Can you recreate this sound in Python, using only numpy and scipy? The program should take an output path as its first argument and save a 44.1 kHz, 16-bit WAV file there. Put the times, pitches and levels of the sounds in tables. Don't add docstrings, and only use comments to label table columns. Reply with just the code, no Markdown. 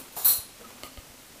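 import sys
import numpy as np
from scipy import signal
from scipy.fft import rfft, irfft
from scipy.io import wavfile
from scipy.ndimage import uniform_filter1d

SR = 44100
rng = np.random.default_rng(int(sys.argv[2]) if len(sys.argv) > 2 else 0)


def persist_wave(psi):
    counts = np.round(np.clip(psi, -1, 1) * 32767).astype(np.int16)
    wavfile.write(sys.argv[1], SR, np.atleast_2d(counts).T)


N = 61739
T = np.arange(N) / SR
FREQS = np.fft.rfftfreq(N, 1 / SR)


def amp(db):
    return 10 ** (np.asarray(db) / 20)


def unit(x):
    return x / np.sqrt(np.mean(x ** 2) + 1e-20)


def read(points, hz):
    f, value = np.transpose(points)
    return np.interp(np.log(hz + 1), np.log(f + 1), value)


def add(mix, s, sound):
    part = mix[max(round(s * SR), 0):][:len(sound)]
    part += sound[:len(part)]


def fade(t, t60):
    return np.exp(-np.log(1000) * t / t60)


def noise(colour):
    return unit(irfft(rfft(rng.standard_normal(N)) * amp(read(colour, FREQS)), N))


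def flutter(samples):
    return unit(uniform_filter1d(rng.standard_normal(N), size=samples))


def die_away(x, t60s):
    hz, t, bands = signal.stft(x, SR, nperseg=256)
    return signal.istft(bands * fade(t, read(t60s, hz)[:, None]), SR, nperseg=256)[1][:N]


def room(x, t60=0.4, predelay_s=0.0043):
    tail = rng.standard_normal(N) * fade(T, t60) * (T > predelay_s)
    return signal.fftconvolve(x, tail / np.linalg.norm(tail))[:N]


# f/Hz, level/dB
HISS_EQ = [(12, -5), (25, 1.5), (60, -3.5), (120, -1), (165, -4.5), (300, -6), (600, -8), (1100, -11),
           (2000, -9), (7000, -10.5), (15000, -14)]
def background(hiss_db=-50, whine_db=-72, whine_hz=7710):
    whine = np.sqrt(2) * np.sin(2 * np.pi * whine_hz * T)
    return amp(hiss_db) * noise(HISS_EQ) + amp(whine_db) * whine


# t/s, level/dB
RUB_RIDE = [(0, -47.5), (.1, -53.5), (.4, -54), (.55, -60), (.61, -50), (.655, -54), (.7, -48), (.76, -53),
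            (.82, -49.5), (.875, -58), (.91, -60), (1.04, -57.5), (1.2, -58), (1.4, -57.5)]
# f/Hz, level/dB
RUB_EQ = [(100, -36), (180, -1), (250, 4), (370, -1), (560, 0.5), (760, -2.5), (1000, -0.5), (1260, -2.5),
          (1700, -8.5), (2400, -6.5), (4000, -14.5), (15000, -17.5)]
def rubbing(grain_db=2):
    friction = noise(RUB_EQ)
    grain = unit(amp(grain_db * flutter(260)))
    return friction * grain * amp(np.interp(T, *np.transpose(RUB_RIDE)))


# t/s, length/s, f/Hz, level/dB
SQUEAK_CUES = [(.6, .05, 480, -52), (.636, .035, 1280, -47), (.635, .075, 236, -54), (.74, .05, 240, -54),
               (.865, .03, 1225, -51)]
def squeaks(wobble=.035):
    out = np.zeros(N)
    for s, length, hz, db in SQUEAK_CUES:
        t = np.arange(0, length, 1 / SR)
        pitch = hz * (1 + wobble * flutter(150)[:len(t)])
        tone = np.sqrt(2) * np.sin(2 * np.pi * np.cumsum(pitch) / SR)
        add(out, s, amp(db) * np.sin(np.pi * t / length) * tone)
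    return out


# t/s, level/dB, f/Hz
BUMP_CUES = [(.381, -41, 83.5), (0.832, -45, 74.4), (0.977, -35.5, 55), (1.094, -48.5, 55.5)]
def bumps(length_s=0.021):
    out, t = np.zeros(N), np.arange(0, length_s, 1 / SR)
    for s, db, hz in BUMP_CUES:
        add(out, s, amp(db) * np.sin(np.pi * t / length_s) * np.sin(2 * np.pi * hz * t))
    return out


# f/Hz, level/dB
SCRATCH_EQ = [(200, -10), (285, 11), (420, 5), (900, -8), (1230, 14.5), (1650, -24), (2080, 4), (2600, -13),
              (3150, 7), (3700, -13), (9000, -1), (15000, 1)]
def scratch(start_s=.826, length_s=0.056, db=-44):
    out, t = np.zeros(N), np.arange(0, length_s, 1 / SR)
    swell = np.sqrt(abs(np.sin(np.pi * t / length_s)))
    add(out, start_s, amp(db) * swell * noise(SCRATCH_EQ)[:len(t)])
    return out


# t/s, level/dB, low-pass f/Hz
CLICK_CUES = [(0.8344, -29.5, 9050), (0.9154, -37, 805), (0.9739, -33.5, 2880), (1.143, -42, 830),
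              (1.36, -42.5, 1200)]
# f/Hz, level/dB, t60/s
CLICK_BODY = [(271, -12, 0.093), (586, -5, 0.022), (1240, -11.5, 0.057), (2120, -8, 0.023),
              (3056, -4, 0.016), (4400, -0.5, .009), (7830, 1, 0.0058), (11000, 3, 0.005)]
def clicks(crack_s=0.0011, room_db=-3.5):
    out = np.zeros(N)
    for s, db, cutoff_hz in CLICK_CUES:
        body = sum(amp(level) * fade(T, t60) * np.sin(2 * np.pi * (hz * T + rng.random()))
                   for hz, level, t60 in CLICK_BODY)
        crack = rng.standard_normal(N) * np.exp(-T / crack_s)
        lowpass = signal.butter(2, cutoff_hz, fs=SR)
        add(out, s, amp(db) * signal.lfilter(*lowpass, body + crack))
    return out + amp(room_db) * room(out)


# t/s, level/dB, pitch ratio
KNOCK_CUES = [(.162, -38, 0.66), (.18, -45, 0.67), (.249, -37, 0.96), (.295, -43.5, 0.84)]
# f/Hz, level/dB
BASIN_EQ = [(100, -32), (230, -10.5), (330, -11), (480, -15.5), (620, 0.5), (800, -8), (1150, 3),
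            (1700, -4), (2600, -14), (6000, -39)]
def basin(attack_s=0.0067, t60=0.37):
    out = np.zeros(N)
    envelope = np.minimum(T / attack_s, 1) * fade(T, t60)
    for s, db, pitch in KNOCK_CUES:
        hollow = noise([(hz * pitch, level) for hz, level in BASIN_EQ])
        add(out, s, amp(db) * hollow * envelope)
    return out


# t/s, level/dB
SLIDE_RIDE = [(.15, -67), (.168, -45.5), (.2, -44.5), (.24, -44), (.3, -36), (.45, -63)]
# f/Hz, width/Hz, level/dB
SLIDE_BANDS = [(3820, 180, -14), (7060, 50, -4.5), (5500, 7400, -0.5), (9400, 270, -20)]
def metal_slide():
    scrape = np.zeros(N)
    for hz, width, db in SLIDE_BANDS:
        peak = 1 / (1 + (2 * (FREQS - hz) / width) ** 2)
        scrape += amp(db) * unit(irfft(rfft(rng.standard_normal(N)) * peak, N))
    ride_db = np.interp(T, *np.transpose(SLIDE_RIDE), left=-np.inf, right=-np.inf)
    return unit(scrape) * amp(ride_db)


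# f/Hz, level/dB
SPLASH_EQ = [(1500, -23), (2100, -35), (2600, -15.5), (3400, -20), (3850, -7.5), (4200, -7), (4750, -16.5),
             (6500, -12.5), (8200, -9), (9300, -1), (9850, -11), (10300, -1), (10900, -5.5), (12400, -9.5),
             (13500, 2.5), (14600, -4), (15500, 3)]
# f/Hz, t60/s
SPLASH_DECAY = [(2000, 0.39), (4100, 0.46), (6500, 0.35), (10000, 0.31), (15000, 0.19)]
def metal_splash(hits, tick_db=-5, tick_s=0.0012):
    out = np.zeros(N)
    for s, _, db in hits:
        cloud = die_away(noise(SPLASH_EQ), SPLASH_DECAY)
        tick = amp(tick_db) * noise(SPLASH_EQ) * np.exp(-T / tick_s)
        add(out, s, amp(db) * (cloud + tick))
    return out


# f/Hz, relative level/dB, t60/s
METAL_MODES = [(3810, -26, .25), (4015, -23, .33), (4216, -13, .37), (5814, -17, .28), (7962, -13, .24),
               (8694, -18, .24), (8888, -13, .3), (9545, -14, .18), (10123, -6, .35), (11285, -7, .19),
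               (11762, -8, .15), (11857, -4, .26), (12297, 2, .18), (12696, -8, .24), (14005, -2, .19),
               (14322, -8, .17), (14700, -6, .16), (15088, -7, .19)]
def metal_ring(hits, max_detune_hz=41.9, twin_db=-7.5, jolt_rad=0.87, bloom_s=0.016):
    push, out = np.zeros(N), np.zeros(N)
    for s, db, _ in hits:
        add(push, s, amp([db]) ** 2)
    total = np.sqrt(sum(amp(db) ** 2 for _, db, _ in METAL_MODES))
    for hz, db, t60 in METAL_MODES:
        attack_s = bloom_s / (hz / METAL_MODES[0][0]) ** 2.3
        pole = np.exp(-1 / (attack_s * SR))
        bloom = signal.lfilter([1 - pole], [1, -pole], push)
        energy = signal.lfilter([1], [1, -fade(1 / SR, t60) ** 2], bloom)
        envelope = amp(db) / total * np.sqrt(2 * energy)
        detune = max_detune_hz * rng.uniform(0.508, 1) * rng.choice([-1, 1])
        for f, gain in (hz, 1), (hz + detune, amp(twin_db)):
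            jolts = jolt_rad * np.cumsum((push > 0) * rng.standard_normal(N))
            out += gain * envelope * np.sin(2 * np.pi * (f * T + rng.random()) + jolts)
    return out


# t/s, ring level/dB, splash level/dB
METAL_HITS = [(0.0, -64, -37), (.124, -60, -44), (.157, -53, -40), (.165, -46, -30.5), (.172, -40, -30.5),
              (.185, -38.5, -31), (0.215, -37.5, -53), (.232, -40, -53), (0.2468, -21, -21),
              (0.2501, -36, -27), (.255, -17, -22), (.270, -23, -24.5), (0.28, -17.5, -32),
              (.291, -21, -23.5), (.302, -26.5, -30), (.317, -29, -20), (0.355, -32.5, -31)]
def metal_clatter():
    return metal_ring(METAL_HITS) + metal_splash(METAL_HITS)


def scene():
    clatter = metal_slide() + metal_clatter() + basin()
    dog = clicks() + scratch() + bumps() + rubbing() + squeaks()
    mono = clatter + dog + background()
    return np.array([mono, mono])


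def record(dry, cutoff_hz=15300):
    lowpass = signal.firwin(511, cutoff_hz, window=("kaiser", 9), fs=SR)
    return signal.oaconvolve(dry, lowpass[None], "same")


dry = scene()
out = record(dry)
persist_wave(out)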